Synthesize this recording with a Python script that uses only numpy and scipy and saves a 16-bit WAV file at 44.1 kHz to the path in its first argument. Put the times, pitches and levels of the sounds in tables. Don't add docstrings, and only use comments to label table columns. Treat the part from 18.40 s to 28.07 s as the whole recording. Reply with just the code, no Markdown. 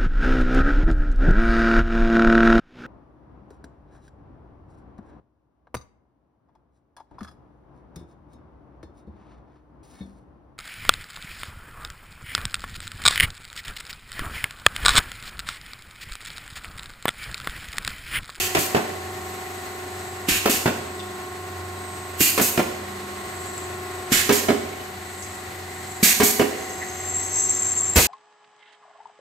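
import sys
import numpy as np
from scipy import signal
from scipy.fft import rfft, irfft, next_fast_len
from scipy.io import wavfile

SR = 44100
rng = np.random.default_rng(int(sys.argv[2]) if len(sys.argv) > 2 else 0)


def persist_wave(psi):
    counts = np.round(np.clip(psi, -1, 1) * 32767).astype(np.int16)
    wavfile.write(sys.argv[1], SR, np.atleast_2d(counts).T)


N = 426435
T = np.arange(N) / SR

# time in seconds, closeness to the belt from 0 to 1,
# gearbox gain in dB, left-right balance of the machines in dB.
WALK = [(0, 0.7, 2, -0.7), (1.4, 0.54, 0.5, .5), (2.8, .05, -1.5, -0.4), (4.6, 0.17, -2, -.6),
        (5.5, 0, 0, 1), (6.7, 0.63, -4, 1), (8.4, 1, 1, 0.5), (9.5, 0.62, -5.5, .5)]
# frequency in Hz, likeness from 0 to 1.
EAR_LIKENESS = [(60, 1), (150, 1), (280, 0.91), (500, 0.31), (1000, 0.068), (2000, 0), (4000, 0.3),
                (8000, 0.66), (14000, 0.63)]


def gain_of(db):
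    return 10 ** (np.asarray(db) / 20)


def unit_rms(x):
    return x / np.sqrt(np.mean(x ** 2) + 1e-20)


def read(points, hz):
    f, value = np.transpose(points)
    return np.interp(np.log(hz + 1), np.log(f + 1), value)


def curve(rows, column):
    rows = np.array(rows, float)
    return np.interp(T, rows[:, 0], rows[:, column])


def bell(x, centre, width):
    return np.exp(-2 * ((x - centre) / width) ** 2)


def pan(db):
    return gain_of(np.outer([.5, -.5], db))


def add(mix, s, sound):
    start = round(s * SR)
    sound = sound[:, max(-start, 0):]
    part = mix[:, max(start, 0):][:, :sound.shape[1]]
    part += sound[:, :part.shape[1]]


def wander(rate_hz):
    hz = np.fft.rfftfreq(N // 64 + 2, 64 / SR)
    slow = irfft(rfft(rng.standard_normal(N // 64 + 2)) / (1 + (hz / rate_hz) ** 4))
    return unit_rms(np.interp(np.arange(N) / 64, np.arange(len(slow)), slow))


def noise(colour, size, direct=0):
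    padded = next_fast_len(size, True)
    hz = np.fft.rfftfreq(padded, 1 / SR)
    same = np.clip(direct + (1 - direct) * read(EAR_LIKENESS, hz), -1, 1)
    mid, side = rfft(rng.standard_normal((2, padded))) * np.sqrt([1 + same, 1 - same])
    spectrum = np.array([mid + side, mid - side]) * gain_of(colour(hz))
    return unit_rms(irfft(spectrum, padded)[:, :size])


def strike(t, rise, t60):
    t = np.maximum(t, 0)
    return (1 - np.exp(-t / rise)) * gain_of(-60 * t / t60)


def tone(hz, turns, unsteady):
    apart = np.arccos(np.clip(read(EAR_LIKENESS, hz), -1, 1)) / 2
    phase = 2 * np.pi * (turns + rng.random())
    spread = apart * (0.35 + 0.15 * wander(1.0))
    return np.sqrt(2) * gain_of(unsteady * 9.2 * wander(1.7)) * np.cos([phase + spread, phase - spread])


def rubbed(hz, width_hz, flutter_db):
    grip, slip = (noise(lambda f: -20 * np.log10(1 + (f / width_hz) ** 2), N) for _ in range(2))
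    phase = 2 * np.pi * np.cumsum(hz + 35 * wander(24.8)) / SR + np.array([[.35], [-.35]])
    return unit_rms(grip * np.cos(phase) + slip * np.sin(phase)) * gain_of(flutter_db * wander(40))


def panel_ripple(hz):
    delays_s = rng.uniform(0.000363, .003, (4, 1))
    return 20 * np.log10(abs(1 + .13 * np.exp(-2j * np.pi * hz * delays_s).sum(0)))


def hall_reverb(x):
    # frequency in Hz, t60 in seconds.
    decay = [(100, 0.13), (400, 0.96), (1500, 0.78), (4000, 0.89), (8000, 0.75), (15000, 0.47)]
    hz, t, bands = signal.stft(noise(lambda f: 0 * f, SR), SR, nperseg=256)
    tail = signal.istft(bands * gain_of(-60 * t / read(decay, hz)[:, None]), SR, nperseg=256)[1]
    tail *= np.clip((np.arange(tail.shape[1]) / SR - .006) / 0.021, 0, 1)
    return signal.fftconvolve(x, tail / np.linalg.norm(tail[0]), axes=1)[:, :N]


def fans(turns, at_belt):
    # frequency in Hz, relative density in dB.
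    bed = [(25, -20), (50, -17), (85, -1), (140, -6.5), (250, -4.5), (400, -5.5), (520, -7), (800, -6),
           (1300, -6), (2200, -8.5), (3200, -13.5), (5500, -17.5), (10500, -21.5), (15500, -34)]
    # centre in Hz, width in Hz, boost in dB.
    peaks = [(1970, 150, 5), (4190, 650, 3.9), (6700, 500, 6), (7950, 1000, 5.4), (12070, 760, 12.3)]
    rush = noise(lambda hz: read(bed, hz) + sum(db * bell(hz, f, w) for f, w, db in peaks), N)
    treble = signal.sosfilt(signal.butter(1, 3000, "high", fs=SR, output="sos"), rush)
    treble_db = -3.5 + 3.5 * at_belt + .5 * wander(4.1)
    rush += (gain_of(treble_db) - 1) * treble
    throb_db = .5 * np.cos(2 * np.pi * turns) + .5 * wander(14)
    return gain_of(-36.5 + 0.64 * wander(0.27) + throb_db) * rush


def drives(at_belt):
    # pitch in Hz, level at the die head in dB, level at the belt in dB, unsteadiness.
    hums = [(91.3, -45.3, -46, .25), (200, -55, -56, .4), (4016, -65, -65, .25), (7666, -60, -59, .5),
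            (8000, -55, -57, .3), (8027, -55, -58, .3), (8328, -58, -64, .5), (12005, -65, -62, .4)]
    out = np.zeros((2, N))
    for hz, head_db, belt_db, unsteady in hums:
        cycles = hz * T + unsteady * 0.36 * wander(4.1)
        out += gain_of(head_db + at_belt * (belt_db - head_db)) * tone(hz, cycles, unsteady)
    return out


def gearbox(shaft_hz, turns, at_belt):
    # multiple of the shaft speed, relative dB at the die head and at the belt.
    mesh = [(14, -55, -58), (15, -40, -44), (16, -48.5, -54), (17, -56, -55), (26, -58, -60),
            (27, -58, -60), (29, -56, -58), (30, -46, -50), (31, -51, -44.5), (32, -56, -51),
            (35, -59, -60), (39, -58, -60), (43, -54, -60), (44, -46.5, -55), (45, -47, -55),
            (47, -59, -62), (56, -61, -63), (58, -55, -62), (60, -54.5, -59), (72, -60, -63),
            (75, -60, -63), (76, -59, -63)]
    whine = np.zeros((2, N))
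    for order, head_db, belt_db in mesh:
        level_db = 1.5 + head_db + at_belt * (belt_db - head_db)
        whine += gain_of(level_db) * tone(order * shaft_hz, order * turns, unsteady=.11)
    size = round(SR / shaft_hz)
    colour = [(100, -36), (350, -8), (800, 20), (1900, -15), (3000, -38), (7000, -2.5)]  # Hz, dB
    one_turn = noise(lambda hz: read(colour, hz), size)
    rattle = np.array([np.interp(turns % 1 * size, np.arange(size), ear) for ear in one_turn])
    return (whine + gain_of(-49 - 3.5 * at_belt) * rattle) * gain_of(curve(WALK, column=2))


def machines(at_belt):
    shaft_hz = 24.32
    turns = np.cumsum(shaft_hz * (1 + .0005 * wander(1.5))) / SR
    drone = gearbox(shaft_hz, turns, at_belt) + drives(at_belt) + fans(turns, at_belt)
    return drone * pan(curve(WALK, column=3))


def conveyor(at_belt):
    scrape = rubbed(1965, width_hz=150, flutter_db=1.2)
    squeak_db = 11 * bell(T, centre=8.425, width=.03)
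    return scrape * gain_of(-44 - 15 * (1 - at_belt) + squeak_db)


def metal_knocks():
    # start in seconds, level in dB, pitch in Hz.
    knocks = [(1.063, -42, 2500), (2.594, -34.5, 3530), (6.327, -37, 2190), (6.395, -40, 2980),
              (6.824, -33, 6470), (9.40, -35, 1110)]
    skirt_db_per_octave = 20
    t = np.arange(SR // 5) / SR
    out = np.zeros((2, N))
    for s, db, pitch in knocks:
        colour = lambda hz: 10 * bell(hz, pitch, 120) - skirt_db_per_octave * abs(np.log2((hz + 1) / pitch))
        add(out, s, gain_of(db) * noise(colour, len(t)) * strike(t, rise=0.0013, t60=0.14))
    return out


def dry_roller():
    # time in seconds, main mode's base level in dB, its pitch in Hz,
    # lower mode's level in dB.
    squeal = [(8.2, -46.5, 7660, -48), (8.63, -38.5, 7550, -42.5), (8.69, -28.5, 7490, -42),
              (8.88, -31.5, 7700, -37), (8.97, -24.5, 7650, -29), (9.1, -24.5, 7560, -32),
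              (9.3, -25.5, 7470, -37.5), (9.54, -22, 7500, -40)]
    # time in seconds, depth of the dip and surge in dB.
    catches = [(8.738, 6.5), (8.955, 4.5), (9.091, 7.5), (9.22, 3), (9.351, 3.5)]
    # time in seconds, level in dB.
    rubs = [(5.1, -42.5), (6.85, -43.5), (7.5, -43)]
    stick_s = 0.0091
    near = np.clip((T - 8.15) / 0.056, 0, 1) * np.clip((9.6 - T) / 0.11, 0, 1)
    catch_db = sum(db * (strike(T - s, rise=0.00084, t60=.25) - bell(T, s - stick_s / 2, stick_s))
                   for s, db in catches)
    main_db, main_hz, low_db = (curve(squeal, column) for column in (1, 2, 3))
    main = gain_of(main_db + catch_db) * rubbed(main_hz, width_hz=107, flutter_db=-1.0)
    low = gain_of(low_db) * rubbed(6390, width_hz=350, flutter_db=1.5)
    swells = sum(gain_of(db) * bell(T, s, width=0.24) for s, db in rubs)
    far = swells * rubbed(7700, width_hz=530, flutter_db=3)
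    return near * (main + low) * pan(2.3) + far


def air_puff():
    # frequency in Hz, relative density in dB.
    colour = [(12, -32), (42, 1), (120, -2.5), (200, -14), (400, -4.5), (1000, -12),
              (3000, -22.5), (8000, -54)]
    t = np.arange(SR // 5) / SR
    gust = strike(t, rise=0.005, t60=0.77) * gain_of(-14 * np.clip((t - .038) / 0.033, 0, 1))
    return gain_of(-21) * unit_rms(noise(lambda hz: read(colour, hz), len(t), direct=0.99) * gust)


def exhaust(s, valve, empty_s, hiss_db, leak_db, tilt_db, honk_db, side_db):
    # frequency in Hz, relative density in dB.
    jet_colour = [(300, -17.5), (1100, -14.5), (1800, -3), (2600, 1.5), (3400, -3.5), (4500, -1),
                  (5500, -3), (6800, 3), (7900, 1), (9300, -0.5), (10600, -6.5), (11700, 3.5), (12700, 2),
                  (15600, -6.5)]
    thump_colour = [(40, -24), (110, -13), (220, 4), (340, -0.5), (480, -27.5), (800, -28), (2000, -18),
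                    (6000, -66)]
    # frequency in Hz, factor on the left-right balance.
    jet_side = [(600, .2), (1500, 1.1), (3000, 1), (7000, 0.87), (14000, .15)]
    thump_db, port_tilt_db, port_honk_db, port_leak_db = valve
    lead_s, sag_db = .03, 6
    t = np.arange(SR // 3) / SR - lead_s

    def colour(hz):
        tilt = (tilt_db + port_tilt_db) * np.log2((hz + 500) / 6000)
        honk = (honk_db + port_honk_db) * bell(hz, 2830, 670)
        side = np.outer([.5, -.5], side_db * read(jet_side, hz))
        return read(jet_colour, hz) + tilt + honk + panel_ripple(hz) + side

    jet = noise(colour, len(t), direct=0.071)
    emptied_db = -5 * np.clip((t - empty_s) / 0.0085, 0, 1) - 36 * np.maximum(t - empty_s, 0)
    flow = strike(t, rise=0.0033, t60=empty_s * 60 / sag_db) * gain_of(emptied_db)
    leak = gain_of(leak_db + port_leak_db - 880 * abs(t))
    knock = strike(t, rise=.003, t60=.04)
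    thump = unit_rms(noise(lambda hz: read(thump_colour, hz), len(t), direct=0.13) * knock)
    return s - lead_s, gain_of(hiss_db) * ((flow + leak) * jet + gain_of(thump_db - 16) * thump)


def clank(s, stop, frame_db, side_db, lag_s):
    # frequency in Hz, relative density in dB.
    guards = [(35, -29), (100, -4), (230, 5), (400, 4), (650, 2.5), (850, -3), (1600, -7), (2500, -9.5),
              (3800, -16.5), (7000, -23), (11000, -27.5), (15500, -28.5)]
    # pitch in Hz, relative level in dB, t60 in seconds.
    modes = [(221, -2.5, 0.12), (254, -13, 0.11), (410.3, 1, 0.21), (506, -22, 0.085), (680, -9, 0.077),
             (995, -13, 0.16), (1396, -22, 0.14), (1610, -12, 0.14), (2220, -12, 0.17), (3000, -12.5, 0.12)]
    blow_db, ring_db, tilt_db, rebound_db = stop
    t = np.arange(SR // 2) / SR
    bounce_s = 0.0189 * rng.uniform(0.85, 0.98)
    rebound = gain_of(rebound_db - 3.5) * strike(t - bounce_s, 0.0032, 0.073)
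    blows = strike(t, 0.0031, 0.039) + rebound + gain_of(-8.5) * strike(t, 0.017, 0.21)
    colour = lambda hz: read(guards, hz) + tilt_db * np.log2((hz + 300) / 900) + panel_ripple(hz)
    clatter = unit_rms(noise(colour, len(t), direct=0.32) * blows) * np.sqrt(np.mean(blows ** 2))
    ring = np.zeros((2, len(t)))
    for hz, db, t60 in modes:
        phase = 2 * np.pi * (hz * rng.normal(1, 0.005) * t + rng.random()) + rng.normal(0, 0.26, (2, 1))
        ring += gain_of(db) * strike(t, 0.0074, t60) * np.sin(phase)
    hit = gain_of(blow_db + 2) * clatter + gain_of(frame_db + ring_db) * ring
    left, right = hit * pan(0.54 * side_db)
    return s, np.array([np.roll(left, round(lag_s * SR)), right])


def cutter():
    # start in seconds, rest at the bottom in seconds, hiss level in dB, return hiss offset
    # in dB, early leak in dB, treble tilt in dB per octave, muffler honk in dB, frame ring in dB,
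    # left-right balance in dB, the clank's lag in the left ear in seconds.
    strokes = [(-.024, .035, -20, -2.5, -20, -3, 1.5, -27, -1, .0003),
               (1.884, 0.038, -17.5, -1, -13, -3.5, 3.5, -24, -2, 0.000079),
               (3.804, 0.035, -14, -2.5, -8.5, 0.5, 3, -25, -3.5, 0),
               (5.719, 0.03, -14.5, -4.5, -14, -3.5, -1, -11, -5.5, 0.000051),
               (7.628, .031, -11.5, -3, -22, -1.5, -3.5, -10, -4.5, 0),
               (9.557, .031, -13, -2, -22, -1.5, -0.5, -9, -1, 0)]
    valve_down, valve_up = (-1.9, -0.26, 0.97, 0.5), (0, 2, -2.5, -38)
    lower_stop, upper_stop = (-8.3, 1.5, 2, -7), (-7.5, -0.5, -.5, -5.5)
    down_s, up_s, jet_down_s, jet_up_s = .172, .163, .1, .082
    out = np.zeros((2, N))
    for s, rest_s, hiss_db, return_db, leak_db, tilt_db, honk_db, frame_db, side_db, lag_s in strokes:
        back = s + down_s + rest_s
        voicing = leak_db, tilt_db, honk_db, side_db
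        add(out, *exhaust(s, valve_down, jet_down_s, hiss_db, *voicing))
        add(out, *clank(s + down_s, lower_stop, frame_db, side_db, lag_s))
        add(out, *exhaust(back, valve_up, jet_up_s, hiss_db + return_db, *voicing))
        add(out, *clank(back + up_s, upper_stop, frame_db, side_db, lag_s))
    return out


def scene():
    at_belt = curve(WALK, column=1)
    hits = cutter() + metal_knocks()
    out = hits + gain_of(-8) * hall_reverb(hits) + machines(at_belt) + dry_roller() + conveyor(at_belt)
    add(out, 9.558, air_puff())
    return out


def record(dry):
    lowpass = signal.firwin(511, 15750, window=("kaiser", 9), fs=SR)
    return signal.oaconvolve(np.clip(dry, -1, 1), lowpass[None], "same")


dry = scene()
out = record(dry)
persist_wave(out)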